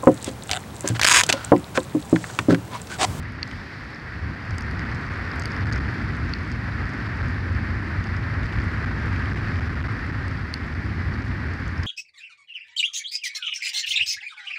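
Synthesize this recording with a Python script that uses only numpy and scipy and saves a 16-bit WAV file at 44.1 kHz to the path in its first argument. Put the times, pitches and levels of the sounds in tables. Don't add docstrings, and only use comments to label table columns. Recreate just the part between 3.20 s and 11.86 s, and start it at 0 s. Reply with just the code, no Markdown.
import sys
import numpy as np
from scipy import signal
from scipy.fft import rfft, irfft
from scipy.io import wavfile
from scipy.ndimage import uniform_filter1d

SR = 44100
rng = np.random.default_rng(int(sys.argv[2]) if len(sys.argv) > 2 else 0)


def makeup_ratio(level_db):
    decades = np.asarray(level_db, float) / 20
    return 10 ** decades


def output_pcm(signal):
    pcm = np.clip(np.atleast_2d(signal).T, -1, 1) * 32767
    wavfile.write(sys.argv[1], SR, np.round(pcm).astype(np.int16))


N = 381992

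# (frequency [Hz], density [dB per Hz])
SIZZLE_SPECTRUM = [(1710, -6.5), (2900, -7.5), (3330, -4.5), (3910, -4.5), (4590, -1), (5270, -6),
                   (6400, -18), (10800, -29), (12000, -35), (13600, -29.5), (14100, -32), (15300, -58)]
# (time [s], level [dB])
BUSTLE = [
    (0, -10),
    (1.1, -6),
    (1.4, 0),
    (2.3, 7.5),
    (2.8, 5.5),
    (5.0, -3),
    (5.9, 4),
    (6.4, 5.5),
    (7.0, -1.5),
    (8.7, -3),
]


def needle_hiss(hiss_db, push_db, together):
    # (frequency [Hz], density [dB per Hz])
    hiss_spectrum = [(250, -36), (420, -6), (593, -9), (921, -7), (1560, 0), (1880, 1), (2550, -12),
                     (3300, -26), (4290, -53), (7260, -120)]
    return makeup_ratio(hiss_db + 0.77) * needles(hiss_spectrum, together, push_db, shared_db=0.92, own_db=0.06)


def needle_sizzle(push_db, together):
    mean_db, wind_share, bustle_share = -52, 0.48, 0.12
    sizzle_db = mean_db + wind_share * push_db + bustle_share * in_time(BUSTLE)[0] + swish()
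    noise = needles(SIZZLE_SPECTRUM, together, push_db, shared_db=0.43, own_db=0.0)
    return makeup_ratio(sizzle_db + 1.0) * (noise + grit())


def needles(spectrum, together, push_db, shared_db, own_db):
    sough_hz, sough_octaves, sough_gain = 1250, 0.28, 0.7
    edges = 300 * 2 ** np.arange(0, 6.1, 0.5)
    white = rng.standard_normal((2, N))
    out = 0
    for k, (low, high) in enumerate(zip(edges, edges[1:])):
        octaves_off = np.log2(np.sqrt(low * high) / sough_hz)
        sough = sough_gain * np.exp(-(octaves_off / sough_octaves) ** 2)
        flicker_db = sough * push_db + shared_db * together + own_db * drift(5.9)
        out = out + band(white[k % 2], low, high) * makeup_ratio(flicker_db)
    return coloured(out, spectrum)


def swish():
    peak_s, rise_s, fall_s, peak_db = 0.3, 0.06, 0.44, 4
    since = np.arange(N) / SR - peak_s
    return peak_db * np.exp(-(since / np.where(since < 0, rise_s, fall_s)) ** 2)


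def buffeting(capsule_db, eddy_db):
    # (frequency [Hz], density [dB per Hz])
    buffet_spectrum = [(11, -50), (18, -46), (52, -4), (76, 1.5), (97, 3.5), (170, -14.5), (220, -27.5),
                       (370, -120)]
    return makeup_ratio(capsule_db - 0.5 + eddy_db) * eddies(buffet_spectrum, even=0.19)


def shelter_rumble(capsule_db, eddy_db):
    # (frequency [Hz], density [dB per Hz])
    rumble_spectrum = [(76, -31), (130, -3.5), (188, -4.5), (247, -3), (387, -14), (520, -36.5), (680, -44),
                       (1140, -120)]
    mean_db, wind_share, eddy_yield = -35.5, 0.75, 0.15
    rumble_db = mean_db + wind_share * (capsule_db - capsule_db.mean()) - eddy_yield * eddy_db
    return makeup_ratio(rumble_db) * eddies(rumble_spectrum, even=0.041)


def eddies(spectrum, even):
    x = coloured(rng.standard_normal(N), spectrum)
    swell = uniform_filter1d(np.abs(signal.hilbert(x)), size=300) + 1e-6
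    return rms_one(x * swell ** -even)


def big_eddies():
    # (time [s], level [dB])
    strikes = [(0.51, -11), (0.79, -12), (1.21, -2), (1.33, 8), (1.76, 6), (1.81, -9), (2.02, 1),
               (2.12, -9), (2.58, 2.5), (2.77, -11), (3.09, 3), (3.16, -7), (3.67, 4), (3.74, -12),
               (4.05, 8.5), (4.34, 4), (4.8, 4.5), (4.85, -7), (5.26, 6.5), (5.31, -10), (5.37, 8.5),
               (5.86, 3.5), (6.15, -0.5), (6.25, 2.5), (7.33, -3), (8.2, -2), (8.35, -2), (8.47, 4.5),
               (8.54, -3), (8.6, 7.5)]
    half_length_s = 0.03
    t = np.arange(0, N, 40) / SR
    out = 0
    for s, db in strikes:
        out = out + db * np.exp(-((t - s) / half_length_s) ** 2)
    return np.interp(np.arange(N) / SR, t, out)


def capsule_free(push_db, edge_ms, longer_ms):
    # (time [s], duration [ms])
    long_rests = [(1.8926, 4.4), (2.2309, 3.6), (2.4411, 5.8), (2.4501, 4), (2.4622, 4.7), (2.5093, 3.7),
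                  (2.5937, 5.6), (3.6237, 3.8), (3.6498, 3.4), (4.0203, 5.54), (5.3956, 3.5),
                  (5.6525, 6.67), (5.7039, 3.4), (6.0967, 4.2), (6.1267, 4), (6.1362, 6.1), (6.1509, 6.8),
                  (6.3986, 7.9), (6.4105, 4.7), (6.4876, 4.6), (6.5482, 5.4), (6.6065, 3.8), (6.6195, 6.2),
                  (6.631, 7.6), (6.6762, 5), (6.9162, 5.1), (7.5433, 4.6), (7.2341, 2.85), (7.9686, 4.6),
                  (8.034, 4.2)]
    touches_per_s, steepness, longest_ms = 6.5, 1.6, 3.3
    free, chance = np.ones(N), rng.random((2, N))
    touched = np.flatnonzero(chance[0] < touches_per_s * makeup_ratio(steepness * push_db) / SR)
    touch_ms = 0.5 + longest_ms * chance[1, touched] ** 1.4
    for s, ms in [*long_rests, *zip(touched / SR, touch_ms)]:
        start = int((s - longer_ms / 2000) * SR)
        end = int((s + (ms + longer_ms / 2) / 1000) * SR)
        free[max(0, start):end] = 0
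    return uniform_filter1d(free, max(1, int(edge_ms * SR / 1000)))


def ticks():
    # (frequency [Hz], width [Hz], level [dB])
    side_modes = [(6330, 650, -1), (8000, 700, -11), (9300, 800, -16)]
    # ((low edge [Hz], high edge [Hz]), modes (frequency [Hz], width [Hz], level [dB]))
    fixed_modes = [
        ((1500, 4000), [(2020, 450, 0), (2660, 420, -3), (3420, 480, -6)]),
        ((3900, 5700), [(4480, 640, 0)]),
        ((10000, 15200), [(11000, 1300, 0), (13700, 1500, -6)]),
    ]
    lags_ms = [.8, 0.06, 0.443, 0.94]
    light_db, heavy_db, light_sharper = -32, -20, 0.2
    out = np.zeros(N)
    for s, peak_db, own_hz, *rel_db in snaps() + pings() + flicks():
        impact = tick_impact()
        lightness = np.interp(peak_db + rel_db[1], [light_db, heavy_db], [1, 0])
        sharper = 1 + light_sharper * rng.random() * lightness
        ranges = [((5500, 10000), [(own_hz, 900, 0), *side_modes])]
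        for (edges, modes), stretch in zip(fixed_modes, [sharper, sharper, 1]):
            ranges.append((edges, [(hz * stretch, width, db) for hz, width, db in modes]))
        for (edges, modes), range_db, lag_ms in zip(ranges, [0, *rel_db], lags_ms):
            rung = 0
            for hz, width, db in modes:
                rung = rung + makeup_ratio(db) / width * resonance(resonance(impact, hz, width), hz, width)
            rung = band(rung, *edges)
            rung *= makeup_ratio(peak_db + range_db) / np.abs(signal.hilbert(rung)).max()
            start = int(s * SR) - 52 + int(lag_ms * SR / 1000)
            out[start:start + len(rung)] += rung[:N - start]
    return out


def tick_impact():
    tail_db, tail_ms, after_ms, after_gain = -35, 2.2, 0.99, 0.15
    dying = makeup_ratio(tail_db) * np.exp(-np.arange(900) * 1000 / (tail_ms * SR))
    impact = rng.standard_normal(900) * dying
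    impact[0] = 1
    after = 4 + (rng.random(2) * after_ms * SR / 1000).astype(int)
    impact[after] = after_gain * rng.uniform(-1, 1, 2)
    return impact


def snaps():
    # (time [s], 5.5-10 kHz peak [dB], 2-3.5 kHz against it [dB], 3.8-5.3 kHz against it [dB])
    twig_snaps = [(0.2301, -36, 16.5, 21.5), (0.3133, -42.5, 15, -4), (0.747, -50, 0, 13),
                  (1.4218, -39, -5, 4), (1.5941, -40, 4, 6), (2.1159, -48.5, 10, 16), (2.2217, -35, -5, 4),
                  (2.237, -40, 3, 2), (2.3195, -42.5, -1, 10.5), (2.5263, -31.5, -14, 5.5),
                  (2.5329, -34.5, 0, 6), (2.5599, -39, -5, 7), (2.5791, -44, -2, 8), (3.137, -45, 23, 26.5),
                  (3.3167, -39, -7, 4), (3.6549, -50, 3, 11), (3.7363, -46.5, 6, 2), (4.0842, -44, -2, 1),
                  (4.841, -41, 11, -2), (4.8714, -57, 12, 21), (4.9662, -44, 1, 6), (7.1126, -50, 11, 8),
                  (7.3795, -60, 15, 19), (7.527, -60, 25, 8), (8.3371, -46, -2, 2), (8.579, -49, 0, 12),
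                  (8.6337, -38, -2, 9.5), (8.637, -42, 13, 3)]
    return [(s, db, 5700, low_db, mid_db, -23) for s, db, low_db, mid_db in twig_snaps]


def pings():
    # (time [s], 5.5-10 kHz peak [dB], pitch [Hz], 3.8-5.3 kHz against the peak [dB])
    grit_pings = [(0.1215, -47, 9710, -7), (0.2769, -42, 7340, 1), (0.331, -50, 8800, -5),
                  (1.3083, -42.5, 7240, 6), (1.3829, -27.5, 7700, -2), (1.409, -40, 9500, 6),
                  (1.5117, -44, 8900, 9), (1.7475, -42, 7690, 2), (1.7558, -46, 6720, 5),
                  (1.8121, -50, 7920, 1), (2.1593, -44, 9900, 1), (2.197, -27.5, 7700, -6),
                  (2.2567, -30, 9200, 7.5), (2.306, -50, 6890, 5), (2.365, -48, 9900, 14),
                  (2.9545, -49, 6350, -1), (3.2322, -49, 9900, 3), (3.6931, -47, 8350, 4),
                  (5.2331, -52, 8380, 10), (5.484, -51, 5860, -5), (6.1844, -50, 7620, 5),
                  (7.0817, -41.5, 7860, 7), (7.3404, -30.5, 9150, 14.5), (8.4802, -40, 7210, -8)]
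    rows = []
    for s, db, hz, mid_db in grit_pings:
        top_db = -18 + 22 * np.log2(hz / 7000)
        rows.append((s, db, hz, mid_db - 5, mid_db, top_db))
    return rows


def flicks():
    # (time [s], 2.5-4 kHz peak [dB])
    needle_flicks = [(5.2316, -33), (5.2536, -38), (5.294, -39), (5.3254, -32), (5.3868, -35),
                     (5.4267, -39), (5.516, -40), (5.6447, -36), (5.8233, -37), (5.8707, -39),
                     (5.9286, -37), (5.962, -32), (6.0228, -38), (6.0583, -34), (6.0997, -34), (6.175, -35),
                     (6.3162, -40), (6.3586, -34)]
    own_db, low_db, mid_db, top_db = -16, 20.5, 1, -10
    return [(s, db + own_db, 7000, low_db, mid_db, top_db) for s, db in needle_flicks]


def grit():
    per_s, level_db, spread_db, largest, dying_ms = 110, -9.5, 5, 2.7, 1.8
    born = rng.random(N) < per_s * makeup_ratio(in_time(BUSTLE)[0] + 2.5 * drift(3)) / SR
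    sizes = born * makeup_ratio(spread_db * np.minimum(rng.exponential(1, N), largest))
    dealt, white = rng.integers(0, 6, N), rng.standard_normal(N)
    dying = np.exp(-1000 / (dying_ms * SR))
    out = 0
    for k, hz in enumerate(np.geomspace(2700, 8500, 6)):
        puffs = signal.lfilter([1], [1, -dying], sizes * (dealt == k) + 1e-18)
        outer_gain = 1 + 0.45 * np.log2(hz / 4600) ** 2
        out = out + band(white * puffs, hz / 1.34, hz * 1.3) * outer_gain
    return makeup_ratio(level_db) * coloured(out, SIZZLE_SPECTRUM)


def rms_one(x):
    return x / np.sqrt(np.mean(x ** 2) + 1e-20)


def in_time(rows):
    s, *columns = np.transpose(rows)
    return [np.interp(np.arange(N) / SR, s, c) for c in columns]


def drift(rate_hz):
    hop = 40
    r = np.exp(-2 * np.pi * rate_hz * hop / SR)
    noise = rng.standard_normal(N // hop + 2002)
    slow = signal.lfilter([1], [1, -2 * r, r * r], noise)[2000:]
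    return np.interp(np.arange(N) / hop, np.arange(len(slow)), rms_one(slow))


def coloured(x, spectrum):
    hz, density_db = np.transpose(spectrum)
    bins_hz = np.fft.rfftfreq(len(x), 1 / SR) + 1
    gain = makeup_ratio(np.interp(np.log(bins_hz), np.log(hz), density_db))
    return rms_one(irfft(rfft(x) * gain, len(x)))


def resonance(x, hz, width):
    r = np.exp(-np.pi * width / SR)
    zeros = np.array([1, 0, -1]) * (1 - r * r) / 2
    poles = [1, -2 * r * np.cos(2 * np.pi * hz / SR), r * r]
    return signal.lfilter(zeros, poles, x + 1e-18)


def band(x, low_hz, high_hz, order=2):
    return signal.sosfilt(signal.butter(order, [low_hz, high_hz], "band", fs=SR, output="sos"), x)


def scene():
    # (time [s], force on the capsule [dB], force in the needles [dB])
    wind = [(0.0, -33.5, -39.5), (0.79, -38.5, -39.5), (1.11, -29, -38), (1.16, -36, -38),
            (1.54, -28, -35.5), (2.05, -30, -34.5), (2.53, -25, -33.5), (3.33, -28.5, -37),
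            (3.62, -27, -35), (4.0, -28.5, -35), (4.05, -26.5, -34.5), (4.19, -27, -36), (5.93, -26, -34),
            (6.15, -25.5, -34.5), (7.04, -28, -36), (7.28, -30.5, -37.5), (7.94, -26, -36.5),
            (8.66, -30.5, -36.5)]
    capsule_db, hiss_db = in_time(wind)
    push_db = hiss_db - hiss_db.mean()
    eddy_db = big_eddies()
    together = drift(33)
    hiss = needle_hiss(hiss_db, push_db, together)
    sizzle = needle_sizzle(push_db, together)
    low = buffeting(capsule_db, eddy_db) + shelter_rumble(capsule_db, eddy_db)
    free = capsule_free(push_db, edge_ms=0.15, longer_ms=0.18)
    return (low + (hiss + sizzle) * free + ticks())[None]


def band_limit(x):
    return signal.sosfilt(signal.butter(12, 15410, fs=SR, output="sos"), x)


def record(dry):
    mix = signal.sosfilt(signal.butter(8, 15200, fs=SR, output="sos"), dry)
    return band_limit(mix)


dry = scene()
out = record(dry)
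output_pcm(out)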